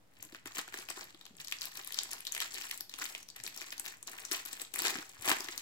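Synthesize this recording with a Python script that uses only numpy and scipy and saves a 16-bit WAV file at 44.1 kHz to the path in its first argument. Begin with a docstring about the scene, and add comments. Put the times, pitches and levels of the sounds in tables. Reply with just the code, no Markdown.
"""In a small quiet room, hands turn, pinch and tear open a foil packet on a padded table, close to two microphones.
Creases snap through as short rings with a crack, a sizzle and a dull push of the cards inside.
Under them runs a dense fine crackle of random impulses through resonators, swelling with each squeeze.
Soft contacts are low damped tones; echoes and a decaying noise tail make the room, filtered noise its stillness.
The left microphone hears the packet first and brighter."""
import sys
import numpy as np
from scipy import signal
from scipy.fft import rfft, irfft
from scipy.io import wavfile

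SR = 44100
rng = np.random.default_rng(int(sys.argv[2]) if len(sys.argv) > 2 else 0)


def to_linear_factor(level_db):
    """Convert decibel levels (scalar or array-like) to linear amplitude factors."""
    exponent = np.asarray(level_db, float) / 20
    return 10 ** exponent


def output_pcm(signal):
    """Save a mono or channel-first signal as 16-bit PCM at the path in sys.argv[1].

    Samples are clipped to [-1, 1] before scaling.
    """
    pcm = np.clip(np.atleast_2d(signal).T, -1, 1) * 32767
    wavfile.write(sys.argv[1], SR, np.round(pcm).astype(np.int16))


N = 247737


def snaps(level_db):
    """Snap-through buckling: a crease creeps, then flips in under a millisecond and excites foil and cards."""
    # the clearest creases: start_s, level_db (left ring), pitch_hz, sizzle_db (relative to the ring)
    clear_snaps = [(0.227, -29.5, 7100, 8.5), (0.2504, -34.5, 7450, 4), (0.4573, -32, 1260, 6),
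                   (0.459, -30.5, 2100, -15), (.556, -31, 6970, -2), (0.5699, -27, 2100, -6),
                   (0.583, -21.5, 6400, -12), (0.597, -32, 2970, -11), (0.6144, -28, 5500, -11),
                   (.679, -35, 1360, -11), (0.7248, -35, 1790, -5), (0.741, -25, 1610, -1),
                   (0.7876, -29, 4420, 0), (0.798, -47, 5070, 19), (0.819, -47, 6100, 16),
                   (0.888, -27.5, 2370, -4), (0.903, -18, 7850, -47), (0.9127, -35, 2800, -12),
                   (.975, -33.5, 1200, -10), (1.015, -38, 2180, -6), (1.041, -44, 4020, 14),
                   (1.085, -45.5, 1990, -3), (1.1466, -38.5, 3430, -3), (1.212, -35.5, 3350, -20),
                   (1.2542, -35, 4000, -7), (1.2648, -36.5, 3060, 2), (1.3678, -36, 7300, -5),
                   (1.403, -27, 13800, -1), (1.4467, -30.5, 4030, 2), (1.473, -27, 5040, -14),
                   (1.483, -24.5, 3680, 1), (1.5137, -25, 4080, -5), (1.5237, -16.5, 2600, -4),
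                   (1.5868, -30, 4750, -13), (1.611, -24, 5100, -24), (1.618, -19, 4630, -4),
                   (1.655, -17.5, 12000, -1), (1.755, -33, 3960, 5), (1.7725, -24, 5950, 5),
                   (1.8359, -36, 3450, -33), (1.847, -33.5, 3300, 9), (1.8742, -16, 10160, -12),
                   (1.923, -24, 3330, 4.5), (1.944, -21.5, 4560, -1), (1.9885, -13, 3770, -31),
                   (2.034, -22.5, 7660, 3), (2.1136, -24, 6940, 6), (2.1323, -19.5, 4600, 5.5),
                   (2.189, -38, 5700, 6), (2.206, -31.5, 2820, 11), (2.252, -27.5, 3300, 4.5),
                   (2.269, -20.5, 3520, -24), (2.275, -25, 3760, -1), (2.322, -20, 6700, -2.5),
                   (2.349, -17, 8300, -14), (2.366, -24.5, 2040, -10), (2.378, -23.5, 2090, 6),
                   (2.4034, -18, 3060, -4), (2.417, -26, 1960, 4), (2.5438, -27, 4400, 8.5),
                   (2.613, -25, 2600, -2), (2.6905, -40, 4520, 13), (2.7122, -19.5, 2040, 0.5),
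                   (2.776, -26, 13600, 5), (2.8077, -10, 12600, -12), (2.8953, -30.5, 3900, 0),
                   (2.9394, -26, 3240, -16), (2.988, -33, 1440, 8.5), (3.0156, -28, 1180, -31),
                   (3.0252, -28, 1450, -26), (3.055, -26.5, 2180, 5), (3.1498, -24, 2140, -26),
                   (3.2291, -34.5, 5760, 1.5), (3.288, -29.5, 5900, -7), (3.3016, -32.5, 4250, -21),
                   (3.364, -37, 12230, 12), (3.4008, -31.5, 1980, -12), (3.4376, -22.5, 6460, -0.5),
                   (3.4651, -22.5, 3900, -14), (3.477, -27.5, 2140, 4), (3.563, -21.5, 14340, -4),
                   (3.576, -25.5, 6240, -1), (3.6231, -31, 4600, -11), (3.7255, -24.5, 1700, -1),
                   (3.78, -27.5, 4200, 2), (3.7972, -16.5, 7900, 1.5), (3.839, -39, 12750, -3),
                   (3.855, -28, 4020, -2), (3.8794, -29.5, 5300, -21), (4.0282, -24.5, 6960, -28),
                   (4.0736, -25, 6200, -6), (4.251, -23.5, 5750, -48), (4.3135, -25, 4030, 11),
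                   (4.3145, -21.5, 1730, 5), (4.453, -27.5, 8000, 8), (4.4606, -24, 11200, 4),
                   (4.5305, -18.5, 7700, -50), (4.6171, -18.5, 7800, -3), (4.7397, -17.5, 7800, -6),
                   (4.7594, -24, 1880, 11), (4.79, -14.5, 8000, 0), (4.8204, -10.5, 13000, -10),
                   (4.8524, -18, 1690, -10), (4.9555, -23.5, 1700, -24), (4.9867, -26, 1900, -37),
                   (5.0937, -54, 1450, 25), (5.223, -37, 2450, 17), (5.277, -16.5, 3100, -15),
                   (5.3029, -20, 1820, 6), (5.332, -25, 780, -8), (5.3676, -26, 2125, -12),
                   (5.4061, -20, 5060, -6), (5.4447, -27, 4300, -5), (5.4862, -24.5, 1904, -27),
                   (5.578, -18, 5250, 4)]
    # resonance of the stack of cards: pitch_hz, decay_cycles (to fall 60 dB)
    card_resonance = (330, 5.7)
    # left over right: mean and scatter in dB
    mean_pan_db, pan_scatter_db = 16.5, 4
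    push_db_per_octave = -2.5   # the push weakens with pitch, reckoned from 2500 Hz
    out = np.zeros((2, N + 2048))
    t = np.arange(-256, 1792) / SR
    after = np.maximum(t, 0)
    # the foil gives a little before the flip and settles after
    creep = 0.054 * np.exp(-np.abs(t) / np.where(t < 0, 0.0015, 0.003))
    # round the hands, the far side hears the flip drawn out
    flip_s = np.array([[0.00011], [0.0003]])
    shape = after / flip_s * np.exp(-after / flip_s) + creep
    for start_s, snap_db, hz, sizzle_db in [*lesser_snaps(level_db), *clear_snaps]:
        shared, left, right, low = rng.standard_normal((4, len(t)))
        push_low_hz = 220 + 300 * rng.random()
        push_db = held(start_s)[2] + push_db_per_octave * np.log2(hz / 2500)
        pan_db = mean_pan_db + pan_scatter_db * rng.standard_normal()

        # each side sees another face of the crease
        flip = (shared + 0.66 * np.array([left, right])) * shape
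        parts = [
            ring(band(flip, 0.5 * hz, 24200), hz, cycles=7.1),
            band(flip, 0.33 * hz, 9360),
            band(flip, 8140, 12700),
        ]
        tone, crack, sizzle = [p / np.abs(p).max(axis=1, keepdims=True) for p in parts]

        # a slower shove moves the cards, heard alike on both sides
        shove = low * after / 0.002 * np.exp(-after / 0.0017)
        push = band(shove, push_low_hz, 1820) + 0.0081 * ring(shove, *card_resonance)
        push = to_linear_factor(push_db) * push / np.abs(push).max()

        # the hands shade short waves most
        shading = np.clip(hz / 7000, 0.25, 1)
        snap = (tone + to_linear_factor(-4.5) * crack) * to_linear_factor([[0], [-shading * pan_db]])
        snap = snap + sizzle * to_linear_factor([[sizzle_db], [sizzle_db - pan_db]])
        i = round((start_s + t[0]) * SR)
        out[:, i:i + len(t)] += to_linear_factor(snap_db) * (snap + push)
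    return out[:, :N]


def lesser_snaps(level_db):
    """An inhomogeneous point process: weaker snaps fall more often, and louder, where the grip is hard."""
    count, low_hz, high_hz = 35, 1200, 8000
    above_crackle_db, mean_sizzle_db = 17.5, -16
    when, pitch, size, sizzle = rng.random((count, 4)).T
    # inverse sampling of the running sum of likelihood
    share = np.cumsum(to_linear_factor(0.5 * level_db))
    i = np.searchsorted(share, when * share[-1]).clip(256, N - 1)
    hz = low_hz * (high_hz / low_hz) ** pitch
    snap_db = level_db[i] + above_crackle_db + 8.0 * (size - 0.5)
    sizzle_db = mean_sizzle_db + 30 * (sizzle - 0.5)
    return np.transpose([i / SR, snap_db, hz, sizzle_db])


def crackle(level_db):
    """Impulsive noise: clumped small creases excite a bank of patch resonances, large patches ringing low."""
    # filter for the colour of the small creases: pitch_hz, gain_db
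    foil_colour = [(150, -9.5), (350, -0.5), (800, 6), (1300, 5.5), (2000, 8), (4500, -2), (8000, 2),
                   (9500, 3.5), (16000, -3)]
    # shading of the far side: pitch_hz, left_over_right_db
    hand_shadow = [(200, 6), (2400, 1.5), (4400, -5), (8100, 12), (15000, 63)]
    body_db, sizzle_db, _ = held(np.arange(N) / SR)
    sizes = to_linear_factor(3.41 * np.minimum(rng.exponential(1, N), 4)) * rng.choice([-1, 1], N)
    # creases per second: 1400, varied by clumping and raised by a harder grip
    rate = 1400 * to_linear_factor(5.0 * drift(50) + 0.3 * (level_db + 50))
    born = rng.random(N) < rate / SR
    pitches = np.geomspace(220, 15500, 30)
    centre = rng.uniform(-3, 33, N)
    # the right side gets its own strengths
    other_side = 0.5 + 0.35 * rng.standard_normal((3, N))
    out = 0
    for k, hz in enumerate(pitches):
        # neighbouring patches move together
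        clicks = sizes * born * np.exp(-((centre - k) / 3.55) ** 2)
        # long waves reach both sides alike
        alike = np.clip(600 / hz, 0, 1)
        sides = [np.ones(N), alike + (1 - alike) * other_side[k % 3]]
        patch = unit_power(ring(clicks * sides + 1e-18, hz, cycles=12))
        lean_db = sizzle_db if hz > 8500 else body_db * np.interp(hz, [1000, 3000], [1, 0])
        out = out + (-1) ** k * patch * np.sqrt(hz / 4000) * to_linear_factor(lean_db)
    # offset the power gained from more creases, so that each is no louder
    out = colour(out * to_linear_factor(-0.15 * (level_db + 50)), foil_colour)
    out = out / band(out, 1200, 8500).std()
    right = colour(out[1], [(hz, -db) for hz, db in hand_shadow])[0]
    return to_linear_factor(level_db) * np.array([out[0], right])


def grip():
    """An exponential envelope: crackle level in dB rises and falls in straight lines, the strongest squeeze ruling."""
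    # squeezes and pulls of the fingers: top_s, crackle_db, rise_ms (over 20 dB), fall_ms (over 20 dB)
    squeezes = [(0.203, -60.5, 17, 300.5), (.273, -56, 200, 130), (.355, -50.5, 87, 47),
                (.461, -46, 3, 141.5), (0.589, -36, 69, 34.5), (0.679, -43.5, 6, 20), (.742, -47, 23, 51.5),
                (0.775, -46, 60.5, 128), (.892, -46, 8.5, 99.5), (0.973, -45.5, 24.5, 148),
                (1.019, -47, 84, 77), (1.251, -62.5, 262, 208), (1.411, -46.5, 61, 42.5),
                (1.48, -54, 123.5, 155), (1.531, -51, 55.5, 146.5), (1.624, -43, 33, 132),
                (1.774, -45, 55.5, 119), (1.88, -48.5, 84, 150.5), (1.991, -44.5, 203, 300.5),
                (2.133, -44.5, 91, 130), (2.276, -45, 20, 70.5), (2.411, -38.5, 125, 120.5),
                (2.565, -41, 96, 238), (2.721, -45.5, 60, 134.5), (3.021, -42, 112, 200.5),
                (3.151, -48, 12.5, 120), (3.363, -45, 13, 49), (3.447, -42.5, 9.5, 40),
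                (3.47, -53, 10, 513), (3.617, -45.5, 167, 175.5), (3.728, -47, 207.5, 66.5),
                (3.872, -46, 133.5, 129), (4.079, -45.5, 16.5, 196), (4.178, -48, 100, 202.5),
                (4.317, -34.5, 7.5, 108), (4.461, -46.5, 24, 119.5), (4.54, -49, 127.5, 138),
                (4.62, -44, 149, 66.5), (4.753, -40, 23, 100), (4.8, -37.5, 59.5, 198.5),
                (4.858, -33.5, 87.5, 120), (4.948, -41.5, 97.5, 148.5), (4.987, -45.5, 100, 99.5),
                (5.118, -52, 87.5, 102), (5.223, -45.5, 64.5, 122), (5.297, -26.5, 69.5, 71.5),
                (5.374, -46.5, 57.5, 949.5)]
    ms = np.arange(N) / SR * 1000
    level_db = np.full(N, -90.0)   # floor between squeezes
    for top_s, top_db, rise_ms, fall_ms in squeezes:
        since = ms - 1000 * top_s
        below_db = 20 * np.where(since < 0, -since / rise_ms, since / fall_ms)
        level_db = np.maximum(level_db, top_db - below_db)
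    return level_db


def held(s):
    """Slowly varying boundary conditions: how the packet is held, interpolated linearly at the given times."""
    # time_s, crackle_body_db, crackle_sizzle_db, push_db (cards under a snap)
    handling = [(.2, -3, -4, -13), (1.0, -0.5, -5.5, -9.5), (1.2, -3, -10, -10.5), (1.5, -6, -2.5, -26),
                (1.8, -3, -3.5, -51), (2.4, -3, -4.5, -49), (3.0, -5, -1.5, -15.5), (3.3, -5, -2, -22.5),
                (3.7, -5, -3.5, -15.5), (4.2, 1.5, 1, -27), (4.5, -4.5, -3, -20), (4.85, 0, -3, -20),
                (5.3, -0.5, -2, -6.5), (5.62, -1.5, -4, -22)]
    times, *columns = np.transpose(handling)
    return [np.interp(s, times, c) for c in columns]


def thuds():
    """Damped oscillation: each soft contact of hands or packet is a low decaying tone with a puff of dull noise."""
    # start_s, level_db (of the tone before its decay), pitch_hz
    contacts = [(0.197, -57.5, 100), (0.246, -59, 145), (.262, -53, 312), (0.327, -47, 320),
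                (0.449, -55, 99), (0.459, -45.5, 305), (0.581, -52, 195), (0.892, -52, 336),
                (0.972, -44, 330), (1.144, -50, 320), (1.306, -52.5, 212), (1.34, -54, 180),
                (1.385, -54, 147), (3.398, -59, 118), (4.306, -60, 231), (4.314, -40.5, 323),
                (4.814, -38, 350), (4.88, -43.5, 370), (4.926, -42, 380), (4.955, -37.5, 255),
                (4.985, -39, 300), (5.193, -53.5, 108), (5.272, -51, 143.6), (5.299, -35, 394),
                (5.402, -37.5, 368), (5.487, -41, 350)]
    decay_cycles = 17.8   # to fall 60 dB
    out = np.zeros(N + SR)
    t = np.arange(SR // 2) / SR
    for start_s, level_db, hz in contacts:
        puff = unit_power(band(rng.standard_normal(len(t)), 0.6 * hz, 1.7 * hz))
        onset = 1 - np.exp(-t / 0.00069)
        decay = to_linear_factor(-60 * t * hz / decay_cycles)
        thud = (np.sin(2 * np.pi * hz * t) + 0.5 * puff) * onset * decay
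        i = round(start_s * SR)
        out[i:i + len(t)] += to_linear_factor(level_db) * thud
    return out[:N]


def room(x):
    """Convolution with a room response: early echoes, then a diffuse tail that loses its treble first."""
    # early echoes off table, hands and walls: delay_ms, left_db, right_db
    early_echoes = [(1.3, -15, -11), (2.9, -21, -15), (6.1, -20, -18), (7.7, -20, -12), (12.3, -25, -21),
                    (20.1, -25, -21)]
    # the right microphone faces away and hears the room duller: pitch_hz, gain_db
    facing_away = [(2000, 1.5), (5000, 0.5), (9000, -3), (15000, -12)]
    t60_s, tail_db, wall_cut_hz = 0.33, -13, 10000
    t = np.arange(SR // 2) / SR
    noise = rng.standard_normal((2, len(t)))
    # long waves fill the room alike on both sides
    noise[1] += band(noise[0], 100, 550)
    late_noise = noise * (t > 0.009)
    dull = band(late_noise, 330, wall_cut_hz) * to_linear_factor(-60 * t / t60_s)
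    bright = band(late_noise, wall_cut_hz, 13600) * to_linear_factor(-60 * t / (0.71 * t60_s))
    answer = to_linear_factor(tail_db) * unit_power(dull + bright) / np.sqrt(len(t))
    for delay_ms, left_db, right_db in early_echoes:
        # uneven surfaces smear each echo
        smear = rng.standard_normal((2, 24)) * np.exp(-np.arange(24) / 6)
        smear = smear / np.linalg.norm(smear, axis=1, keepdims=True)
        i = round(delay_ms * SR / 1000)
        answer[:, i:i + 24] += to_linear_factor([[left_db], [right_db]]) * smear
    answer[1] = colour(answer[1], facing_away)[0, :len(t)]
    return signal.oaconvolve(x[:1], answer, axes=1)[:, :N]


def stillness():
    """Partly coherent ambient noise: low rumble and hiss, with a share of the bass common to both sides."""
    # filter for the room noise: pitch_hz, gain_db
    still_colour = [(18, -30), (30, -1), (206, -5), (229, -20), (261, -3), (340, -9), (420, -14.5),
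                    (455, -9), (5160, -24), (16500, -28.5)]
    white = rng.standard_normal((3, N))
    mixed = band(white[:2], 78, 22000) + 0.65 * band(white[2], 55, 570)
    return to_linear_factor(-68) * unit_power(colour(mixed, still_colour))


def drift(rate_hz):
    """Low-pass random fluctuation: white noise through a critically damped two-pole filter, at unit power."""
    r = np.exp(-2 * np.pi * rate_hz / SR)
    slow = signal.lfilter([1], [1, -2 * r, r * r], rng.standard_normal(N + 4000))
    return unit_power(slow[4000:])   # without the filter's start


def ring(x, hz, cycles):
    """Resonance of one mode: a two-pole filter whose ringing falls 60 dB in the given number of cycles."""
    r = to_linear_factor(-60 * hz / (cycles * SR))
    w = 2 * np.pi * hz / SR
    return signal.lfilter([1, 0, -1], [1, -2 * r * np.cos(w), r * r], x)


def band(x, low_hz, high_hz):
    """Band limitation: a Butterworth band-pass."""
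    edges_hz = [low_hz, min(high_hz, SR / 2.2)]
    return signal.sosfilt(signal.butter(2, edges_hz, "band", fs=SR, output="sos"), x + 1e-18)


def colour(x, points):
    """Minimum-phase filtering: folding the cepstrum gives a causal filter through the points (Hz, dB)."""
    hz, db = np.transpose(points)
    grid_hz = np.linspace(1, SR / 2, 2049)
    log_gain = np.interp(np.log(grid_hz), np.log(hz), db) * np.log(10) / 20
    cepstrum = irfft(log_gain)
    cepstrum[1:2048] *= 2
    cepstrum[2049:] = 0
    impulse = irfft(np.exp(rfft(cepstrum)))
    return signal.oaconvolve(np.atleast_2d(x), impulse[None], axes=1)[:, :N]


def unit_power(x):
    """Power normalisation: the mean square becomes one."""
    return x / np.sqrt(np.mean(x ** 2) + 1e-20)


def scene():
    """Superposition with an arrival-time difference: direct packet sound is later on the right; the room is added."""
    # microphones above the table, with dips of the table reflection and of the port: pitch_hz, gain_db
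    microphone = [(200, -1.5), (380, 2), (550, -6.5), (750, -2.5), (7800, 0.5), (9100, -5), (12500, -3),
                  (16000, -2)]
    right_lag_ms = 0.15
    level_db = grip()
    creases = snaps(level_db) + crackle(level_db)
    packet = creases + thuds() * to_linear_factor([[0], [-2.0]])
    samples = np.arange(N)
    late_right = np.interp(samples - right_lag_ms * SR / 1000, samples, packet[1])
    direct = np.array([packet[0], late_right])
    return colour(direct + room(creases), microphone) + stillness()


def roll_off(x):
    """The treble ends steeply here."""
    return signal.sosfilt(signal.butter(12, 17130, fs=SR, output="sos"), x)


def record(dry):
    """Band limitation and bias: a steep low-pass cuts the top and a small steady offset is added."""
    low_pass = signal.cheby2(16, 45, 16200, fs=SR, output="sos")
    mix = signal.sosfilt(low_pass, dry) - 0.0005
    return roll_off(mix)


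dry = scene()
out = record(dry)
output_pcm(out)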